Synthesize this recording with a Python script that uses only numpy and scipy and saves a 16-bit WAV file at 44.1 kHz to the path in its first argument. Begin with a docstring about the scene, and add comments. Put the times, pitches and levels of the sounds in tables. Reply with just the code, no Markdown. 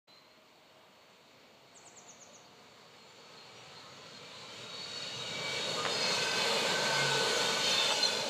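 """An electric railcar nears and rolls past a few metres away; small birds call over a faint town hush.
Roar is coloured noise in flickering bands plus track resonances; wheels ring in narrow Doppler-shifted modes.
Motor and gear tones follow a mostly rising pitch curve; a rail joint knocks; squeaks and birds are gliding notes.
Both channels carry the same mono sound."""
import sys
import numpy as np
from scipy import signal
from scipy.fft import rfft, irfft, next_fast_len
from scipy.io import wavfile
from scipy.ndimage import uniform_filter1d

SR = 44100
rng = np.random.default_rng(int(sys.argv[2]) if len(sys.argv) > 2 else 0)


def master_out(mix):
    """Clip the mix to full scale and print it as 16-bit PCM to the path in sys.argv[1]."""
    frames = np.transpose(np.atleast_2d(mix))
    ceiling = np.clip(frames, -1, 1)
    pcm = np.round(ceiling * 32767).astype(np.int16)
    wavfile.write(sys.argv[1], SR, pcm)


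N = 365740
TIME = np.arange(N) / SR
SPEED_MS, TRACK_M, SOUND_MS = 17.5, 7.5, 343  # constant passing speed, distance at the nearest point
NOSE_S, NOSE_RISE_S = 5.6, 0.412  # the nose comes abreast
RING_SINK_PER_S = 0.0396  # pitch share lost per second of ring once close

# nominal rolling roar: [t/s, level/dB in 1700-9000 Hz, relative body/dB, relative rumble/dB]
ROAR_CURVE = [(.1, -65, -3, -4), (.5, -65.5, -1.5, -6), (1.2, -62.5, -2, -3), (1.9, -60.5, 2.5, -1.5),
              (3, -57, 0.5, -1), (4, -51.5, 0, 2.5), (4.75, -45, -3.5, 3.5), (5.2, -41.5, -3, 4.5),
              (5.32, -41, -0.5, 5.5), (5.55, -37.5, -0.5, 4), (6.03, -35.5, 1.5, 2), (6.5, -34, 2, -0.5),
              (7.1, -33.5, 2.5, -4), (7.35, -33.5, 1, 2), (7.6, -33.5, 0, 1), (7.75, -32.5, -1.5, 1.5),
              (8.05, -34, -1.5, 0), (8.29, -38, 2.5, 1)]
# spectral density of the roar: [f/Hz, relative level/dB per Hz]
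ROAR_SPECTRUM = [(40, -29), (130, -4.5), (360, -9), (480, -5), (660, -4.5), (760, -10.5), (1000, -6.5),
                 (1800, -11.5), (2300, -8.5), (4500, -6.5), (5050, -13.5), (7200, -12.5), (8600, -23.5),
                 (15200, -50.5)]


def undb(db):
    """Decibels to amplitude gain."""
    return 10 ** (np.asarray(db) / 20)


def unit(x):
    """Scale to rms 1."""
    return x / np.sqrt(np.mean(x ** 2))


def columns(table):
    """Value columns of a time curve, interpolated at every sample."""
    s, *values = np.transpose(table)
    return [np.interp(TIME, s, value) for value in values]


def on_log_hz(hz, table_hz, table_db):
    """Level curve in dB, linear over log frequency."""
    return np.interp(np.log(hz), np.log(table_hz), table_db)


def highpass(x, hz):
    """Second-order Butterworth high-pass."""
    return signal.sosfilt(signal.butter(2, hz, "high", fs=SR, output="sos"), x)


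def walk(rate_hz, size=N):
    """Random levels held 1 / rate_hz, smoothed by two moving averages; spread near 1."""
    hold = int(SR / rate_hz)
    steps = np.repeat(rng.standard_normal(size // hold + 1), hold)
    smooth = uniform_filter1d(uniform_filter1d(steps, hold), hold)
    return 1.35 * smooth[:size]


def sine(hz):
    """Clean tone on the pitch track hz; rms 1."""
    return np.sqrt(2) * np.sin(2 * np.pi * np.cumsum(hz) / SR)


def hum(hz, width_hz):
    """Narrow-band noise on the pitch track hz: size and phase wander over width_hz; rms near 1."""
    phase = 2 * np.pi * np.cumsum(hz) / SR
    in_phase = walk(2 * width_hz, size=len(hz)) * np.cos(phase)
    return in_phase + walk(2 * width_hz, size=len(hz)) * np.sin(phase)


def ring(hz, rough):
    """A smooth ring holds a clean tone; a rough one spreads into a wavering cluster."""
    clean = np.sqrt(max(1 - rough ** 2, 0)) * sine(hz)
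    return clean + rough * hum(hz, 10 + .025 * hz[0] * rough ** 2)


def thirds(spectrum):
    """Coloured noise, rms 1 over 1700-9000 Hz, in overlapping third-octave bands: (centre Hz, band)."""
    size = next_fast_len(N)
    hz = np.maximum(np.arange(size // 2 + 1) * SR / size, 1)
    shape = undb(on_log_hz(hz, *np.transpose(spectrum)))
    shape = shape / np.sqrt(np.mean(shape ** 2 * (hz > 1700) * (hz < 9000)))
    noise = rfft(rng.standard_normal(size)) * shape
    for centre_oct in np.arange(np.log2(25), np.log2(18000), 1 / 3):
        window = np.clip(1 - 3 * abs(np.log2(hz) - centre_oct), 0, 1)
        yield 2 ** centre_oct, irfft(noise * window, size)[:N]


def notes(table, tone, hook=0, late=1, arch=1):
    """Gliding notes under an arch; share hook of the glide falls mostly at the end, late > 1 delays the peak."""
    out = np.zeros(N)
    for s, length_s, start_hz, end_hz, db, *more in table:
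        start = int(s * SR)
        u = np.linspace(0, 1, int(length_s * SR))[:N - start]
        glide = (1 - hook) * u ** 1.298 + hook * u ** 6
        hz = start_hz + (end_hz - start_hz) * glide
        envelope = abs(np.sin(np.pi * u ** late)) ** arch
        out[start:][:len(u)] += undb(db) * envelope * tone(hz, *more)
    return out


def closeness(s):
    """Sigmoid over time: 0 while the train is far, 1 once it is close."""
    return 1 / (1 + np.exp((NOSE_S - s) / NOSE_RISE_S))


def passing(ahead_m):
    """Nearness (1 abreast) and Doppler factor of a source ahead_m up the track."""
    distance_m = np.hypot(ahead_m, TRACK_M)
    return TRACK_M / distance_m, 1 / (1 - SPEED_MS / SOUND_MS * ahead_m / distance_m)


def town():
    """Distant traffic and leaves: noise bands that swell and flicker, ever less above 6 kHz."""
    # spectral density: [f/Hz, relative level/dB per Hz]
    hush_spectrum = [(40, -8), (100, -3.5), (220, 2.5), (330, 0), (600, -0.5), (1200, -1.5), (1800, -9.5),
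                     (2200, -3.5), (4400, -13), (5000, -30), (8200, -21), (9500, -32.5), (15200, -21.5)]
    swell_db, hush = 0.69 * walk(2.7), 0
    for hz, band in thirds(hush_spectrum):
        hush = hush + band * undb((swell_db + 1.3 * walk(8.0)) * min(6000 / hz, 1) ** 2)
    return undb(-63) * unit(hush)


def birds():
    """Whistled notes, each a gliding tone, with diffuse scatter from trees and echoes from house fronts."""
    # falling notes of a bird nearby: [t/s, start f/Hz, level/dB]
    song = [(1.738, 8570, -54.5), (1.84, 8650, -53.5), (1.948, 8100, -52), (2.065, 7530, -51),
            (2.19, 7450, -52.5), (2.32, 7400, -54.5)]
    # soft notes of birds further off: [t/s, length/s, start f/Hz, end f/Hz, level/dB]
    far_calls = [(.075, 0.13, 4030, 4100, -64.5), (.12, .07, 4140, 4170, -63),
                 (.245, 0.039, 4030, 4200, -70), (.29, .07, 4200, 4280, -68),
                 (2.445, 0.02, 4300, 4900, -63), (2.465, .022, 4500, 4050, -66),
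                 (2.98, 0.06, 4340, 4200, -60), (2.98, 0.24, 7300, 7070, -72),
                 (3.183, 0.026, 4150, 4950, -60), (3.208, .016, 4700, 4050, -61),
                 (3.365, 0.05, 4260, 4226, -55.5), (3.75, 0.058, 4220, 4130, -56),
                 (4.145, 0.046, 4200, 4220, -55), (4.33, .12, 7560, 7600, -74)]
    # house fronts: [delay/s, level/dB]
    house_fronts = [(.026, -35), (.047, -20)]
    note_s, end_hz = 0.049, 5430
    trees_t60_s, trees_rise_s, trees_db = 0.55, 0.0057, -4
    song_notes = [(s, note_s, hz, end_hz, db) for s, hz, db in song]
    direct = notes(song_notes, sine, hook=0.265, late=2.2, arch=0.63)
    direct = direct + notes(far_calls, lambda hz: 0.93 * sine(hz) + .2 * hum(hz, 74), arch=0.33)
    t = TIME[:SR // 2]
    scatter = rng.standard_normal(len(t)) * 1000 ** (-t / trees_t60_s) * np.clip(t / trees_rise_s, 0, 1)
    scatter = scatter / np.sqrt(np.sum(scatter ** 2))
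    echoed = sum(undb(db) * np.roll(direct, int(delay_s * SR)) for delay_s, db in house_fronts)
    return direct + echoed + undb(trees_db) * signal.fftconvolve(direct, scatter)[:N]


def drive():
    """Traction motor and gear tones with noisy skirts, and a cooling fan heard broadside, all Doppler-shifted."""
    # traction drive: [t/s, motor f/Hz at the source, motor level/dB, gear level/dB]
    drive_curve = [(.1, 995, -88, -72), (1.2, 1005, -88, -72), (2, 1113, -82, -68.5), (2.8, 1160, -79, -69),
                   (3.2, 1196, -73, -78), (4.2, 1284, -70, -82), (5, 1353, -62, -74), (5.5, 1413, -56, -61),
                   (6.1, 1453, -51, -58), (6.32, 1468, -43, -46), (6.58, 1484, -50, -52),
                   (6.75, 1492, -40, -49), (6.87, 1499, -41.5, -42), (6.98, 1510, -35, -47),
                   (7.08, 1517, -36.5, -46), (7.15, 1522, -42, -42), (7.3, 1535, -41.5, -40.5),
                   (7.52, 1550, -44, -47), (7.66, 1554, -48, -51), (7.9, 1568, -54, -43),
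                   (8.1, 1567, -46, -52), (8.29, 1576, -59, -52)]
    gear_ratio, abreast_s = .6, 7.05
    fan_source_hz, fan_db, fan_s, fan_spread_s = 139.5, -45, 7.07, 0.15
    motor_hz, motor_db, gear_db = columns(drive_curve)
    _, doppler = passing(SPEED_MS * (abreast_s - TIME))
    motor_hz, fan_hz = motor_hz * doppler, fan_source_hz * doppler
    gear_hz = gear_ratio * motor_hz
    motor = 0.9 * sine(motor_hz) + 0.29 * hum(motor_hz, 25) + 0.65 * hum(motor_hz, 90)
    motor = undb(motor_db + 1.0 * walk(12)) * motor
    gears = undb(gear_db + 1.9 * walk(8.9)) * (0.62 * sine(gear_hz) + 0.48 * hum(gear_hz, 30))
    fan_level = undb(fan_db) * np.exp(-.5 * ((TIME - fan_s) / fan_spread_s) ** 2)
    return motor + gears + fan_level * (sine(fan_hz) + 0.34 * hum(fan_hz, 6))


def squeaks():
    """Short clean tones that fall in pitch, part of the drop at the very end."""
    # [t/s, length/s, start f/Hz, end f/Hz, level/dB]
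    squeak_notes = [(7.364, 0.028, 6500, 5400, -47), (7.704, 0.024, 6250, 5400, -35.5),
                    (8.055, 0.026, 6080, 5400, -39)]
    return notes(squeak_notes, sine, hook=0.24)


def knocks():
    """Wheels strike a rail joint: short modes and a brief fastening rattle; longer contact dulls the blow."""
    # blows: [t/s, level/dB, contact time/s]
    joint_blows = [(5.8518, -14, .00012), (5.8627, -14.5, .00012), (7.8955, -18.5, .0004),
                   (7.905, -16.5, .0004), (7.912, -17, .0006), (7.9185, -13.5, .0005),
                   (7.9232, -14.5, .0005)]
    # modes of wheel and rail: [f/Hz, relative level/dB, t60/s]
    knock_modes = [(1360, 9, 0.0034), (2920, 11.5, 0.0036), (900, -10, 0.02), (1740, 2, .005),
                   (5000, -4, .003)]
    rattle_band_hz, rattle_db, rattle_t60_s = (603, 2200), -17.5, 0.055
    t = TIME[:SR // 8]
    blow = sum(undb(db) * np.sin(2 * np.pi * hz * t) * 1000 ** (-t / t60_s) for hz, db, t60_s in knock_modes)
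    blow = blow / abs(blow).max()
    band = signal.butter(2, rattle_band_hz, "band", fs=SR, output="sos")
    out = np.zeros(N)
    for s, db, contact_s in joint_blows:
        rattle = unit(signal.sosfilt(band, rng.standard_normal(len(t))))
        sound = blow + undb(rattle_db) * rattle * 1000 ** (-t / rattle_t60_s)
        push = np.hanning(int(contact_s * SR) + 2)
        out[int(s * SR):][:len(t)] += undb(db) * np.convolve(sound, push / push.sum())[:len(t)]
    return highpass(out, 550)  # so short a blow radiates little bass


def glints():
    """Many chance wheel and rail modes ring briefly, spread evenly in log pitch, scaled by the roar level."""
    count, low_hz, high_hz = 520, 1000, 7515
    shortest_s, longest_s = .06, 0.221
    level_db, scatter_db = -18.5, 2.5  # against the roar
    when, pitch, stretch, size = rng.random((count, 4)).T
    s = 3.5 + when * (TIME[-1] - 3.6)
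    hz = low_hz * (high_hz / low_hz) ** pitch
    length_s = shortest_s + stretch * (longest_s - shortest_s)
    colour_hz, colour_db = np.transpose(ROAR_SPECTRUM)
    db = level_db + on_log_hz(hz, colour_hz, colour_db) - colour_db.max()
    db = db - scatter_db * np.log(1 - size)  # exponential scatter upward
    sunk_hz = hz * (1 - RING_SINK_PER_S * length_s * closeness(s))
    rung = notes(zip(s, length_s, hz, sunk_hz, db), lambda hz: hum(hz, 14.1))
    return undb(columns(ROAR_CURVE)[0]) * rung


def wheels(surge_db):
    """Wheelsets ring in shared modes, Doppler-shifted and fading with distance; single modes swell into rings."""
    # bogies: [t abreast/s, relative level/dB]
    bogies = [(6.25, -10.5), (7.1, -12.5), (7.95, -9.5)]
    # modes at rest, before the bogie level: [f/Hz, width/Hz, broadside level/dB, level thrown ahead/dB]
    wheel_modes = [(2180, 30, -49.5, -36), (2576, 40, -40, -61), (2770, 40, -68, -35),
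                   (3070, 45, -42.5, -55), (3568, 60, -39, -31.5), (4226, 80, -41.5, -31),
                   (4920, 60, -41, -50), (5580, 83, -46.5, -76), (6360, 40, -45.5, -68)]
    # single modes of wheel or rail, and at 3.2 s a faint gear tone: [t/s, length/s, start f/Hz, level/dB,
    # roughness 0-1]
    swelling_modes = [(3.2, 1, 758, -69, 0.57), (4.5, 1.46, 3800, -49, 0.68), (4.65, 0.57, 4430, -46, 0.9),
                      (5.58, 0.16, 3790, -43.5, 0.49), (4.8, 0.74, 2874, -52.5, 0.77),
                      (5.31, 0.36, 2296, -43, 0.22), (5.35, 0.57, 4400, -47, 0.9),
                      (5.9, 0.23, 5000, -42.5, 0.63), (5.899, .35, 4324, -38, 0.96),
                      (5.947, 0.56, 2600, -45.5, 0.5), (6.35, 0.37, 463, -43, 0.53),
                      (6.93, .48, 457.4, -42, .45), (6.3, 0.34, 4180, -41.5, .8),
                      (6.6, 0.46, 4140, -47, 0.64), (6.0, 0.56, 3500, -53, 0.66),
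                      (6.0, 0.59, 3110, -58, 0.7), (6.15, 0.26, 2025, -50, 0.64),
                      (6.35, 0.17, 2260, -47, 0.56), (6.33, .18, 3060, -46, .5), (6.43, .3, 3530, -47, 0.5),
                      (6.55, .13, 2490, -45, .5), (6.6, 0.19, 2270, -46.5, 0.54),
                      (6.72, .3, 4400, -46.5, 0.47), (7.08, 0.15, 2580, -44.5, 0.5),
                      (7.42, .13, 3620, -45, .5), (6.65, .14, 2970, -46.5, 0.56),
                      (6.8, 0.29, 890, -43.5, 0.38), (6.949, 0.11, 2140, -40, 0.4),
                      (7.05, 0.18, 3810, -43, 0.57), (7.251, 0.45, 3175, -45.5, 0.65),
                      (7.61, 0.16, 3120, -40, 0.55), (7.78, .19, 3080, -41, .55),
                      (7.6, 0.38, 3670, -38, 0.7), (7.65, 0.3, 3520, -39, 0.75),
                      (7.72, .25, 3590, -42.5, .6), (7.62, .2, 4340, -41, .7),
                      (7.72, 0.33, 4230, -40.5, 0.65), (7.65, .45, 854, -46.5, 0.4),
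                      (7.7, 0.29, 2700, -44, 0.59), (7.75, .4, 2950, -44.5, 0.83),
                      (7.62, .1, 6170, -48, .5), (7.63, 0.072, 5200, -49, .6), (7.77, .05, 4500, -46, 0.58),
                      (7.871, 0.14, 6090, -49, 0.7), (7.9, .07, 4700, -45, .6), (7.905, .05, 8000, -47, .5),
                      (7.93, .07, 6870, -50, .6), (8.02, .045, 6060, -44, .4), (8.13, .16, 5930, -51, .7),
                      (7.95, 0.3, 3540, -41, 1), (8.027, 0.22, 3390, -47, 0.6),
                      (8.099, .19, 4130, -40.5, 0.78), (8.0, 0.11, 4100, -37, 0.69),
                      (8.026, 0.017, 4183, -25, 0.12), (8.048, 0.014, 4176, -24.5, 0.06)]
    axle_gap_m, wear = 2.4, .008  # wear: pitch share between the two wheelsets of a bogie
    step = 16  # samples per geometry update
    out = 0
    for abreast_s, bogie_db in bogies:
        for side in (-.5, .5):
            ahead_m = (SPEED_MS * (abreast_s - TIME) + side * axle_gap_m)[::step]
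            near, doppler = passing(ahead_m)
            doppler = np.repeat(doppler, step)[:N]
            for hz, width_hz, side_db, ahead_db in wheel_modes:
                broadside = undb(side_db) * near ** 3
                # ballast and grass soak up what runs far along the ground
                thrown = undb(ahead_db) * (ahead_m > 0) * (1 - near ** 2) * near ** 1.99
                level = undb(bogie_db) * np.repeat(broadside + thrown, step)[:N]
                mode = hum(hz * (1 + side * wear) * doppler, width_hz)
                out = out + level * undb(1.8 * walk(12)) * mode
    rings = []
    for s, length_s, hz, db, rough in swelling_modes:
        sunk_hz = hz * (1 - RING_SINK_PER_S * length_s * closeness(s))
        rings.append((s, length_s, hz, sunk_hz, db, rough))
    return undb(surge_db) * out + notes(rings, ring, arch=0.77)


def roar():
    """Rough wheels on rough rails: noise bands surge together and flicker alone, track modes resonate."""
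    # broad resonances of rail and sleepers: [f/Hz, width/Hz, level against the roar/dB]
    track_modes = [(199, 60, -21.5), (465.5, 80, -12.5), (567.4, 100, -14.5), (884.5, 120, -15.5),
                   (2263, 150, -25.5), (2873, 110, -22.5), (3635, 240, -24), (4327, 300, -13.5),
                   (6880, 350, -24)]
    # colour against the roar spectrum; air and grass dull the far train: [f/Hz, far level/dB, close level/dB]
    distance_colour = [(131, 5, -5.5), (274, 1.5, -1.5), (600, 0, 1.5), (1260, 2, 0), (3000, 0, 0.5),
                       (6160, -3, -1), (12000, -4, 7), (15000, 9, 16)]
    roar_db, body_db, rumble_db = columns(ROAR_CURVE)
    shift_hz, far_db, near_db = np.transpose(distance_colour)
    close = closeness(TIME)

    def tint_db(hz):
        """Colour over time at hz: distance, body full below 1500 Hz, rumble full below 150 Hz."""
        far, near = on_log_hz(hz, shift_hz, far_db), on_log_hz(hz, shift_hz, near_db)
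        body = body_db * np.clip(np.log2(3000 / hz), 0, 1)
        rumble = rumble_db * np.clip(np.log2(300 / hz), 0, 1)
        return far + (near - far) * close + body + rumble

    surge_db = 0.39 * walk(6.4) + 0.61 * walk(18)
    rolling, track = 0, 0
    for hz, band in thirds(ROAR_SPECTRUM):
        rolling = rolling + band * undb(tint_db(hz) + surge_db * min(hz / 900, 1) + 1.0 * walk(9))
    for hz, width_hz, db in track_modes:
        low_tint_db = tint_db(600) if hz < 1000 else 0
        track = track + undb(db + low_tint_db + 1.8 * walk(4.067)) * hum(np.full(N, hz), width_hz)
    return undb(roar_db) * (undb(-3.5) * rolling + undb(surge_db) * track), surge_db


def scene():
    """Town, birds and railcar summed to mono, on two equal channels."""
    rolling, surge_db = roar()
    background = town() + birds()
    train = drive() + squeaks() + knocks() + glints() + wheels(surge_db) + rolling
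    mono = background + train
    return np.array([mono, mono])


def record(dry):
    """Microphone bass cut, a short opening silence with a 10 ms fade-in, and a steep top cut."""
    low_cut_hz, start_s, top_hz = 82, .072, 15170
    thin = highpass(dry, low_cut_hz)
    opened = thin * np.clip((TIME - start_s) / 0.01, 0, 1)
    return signal.sosfilt(signal.ellip(12, .2, 80, top_hz, fs=SR, output="sos"), opened)


dry = scene()
out = record(dry)
master_out(out)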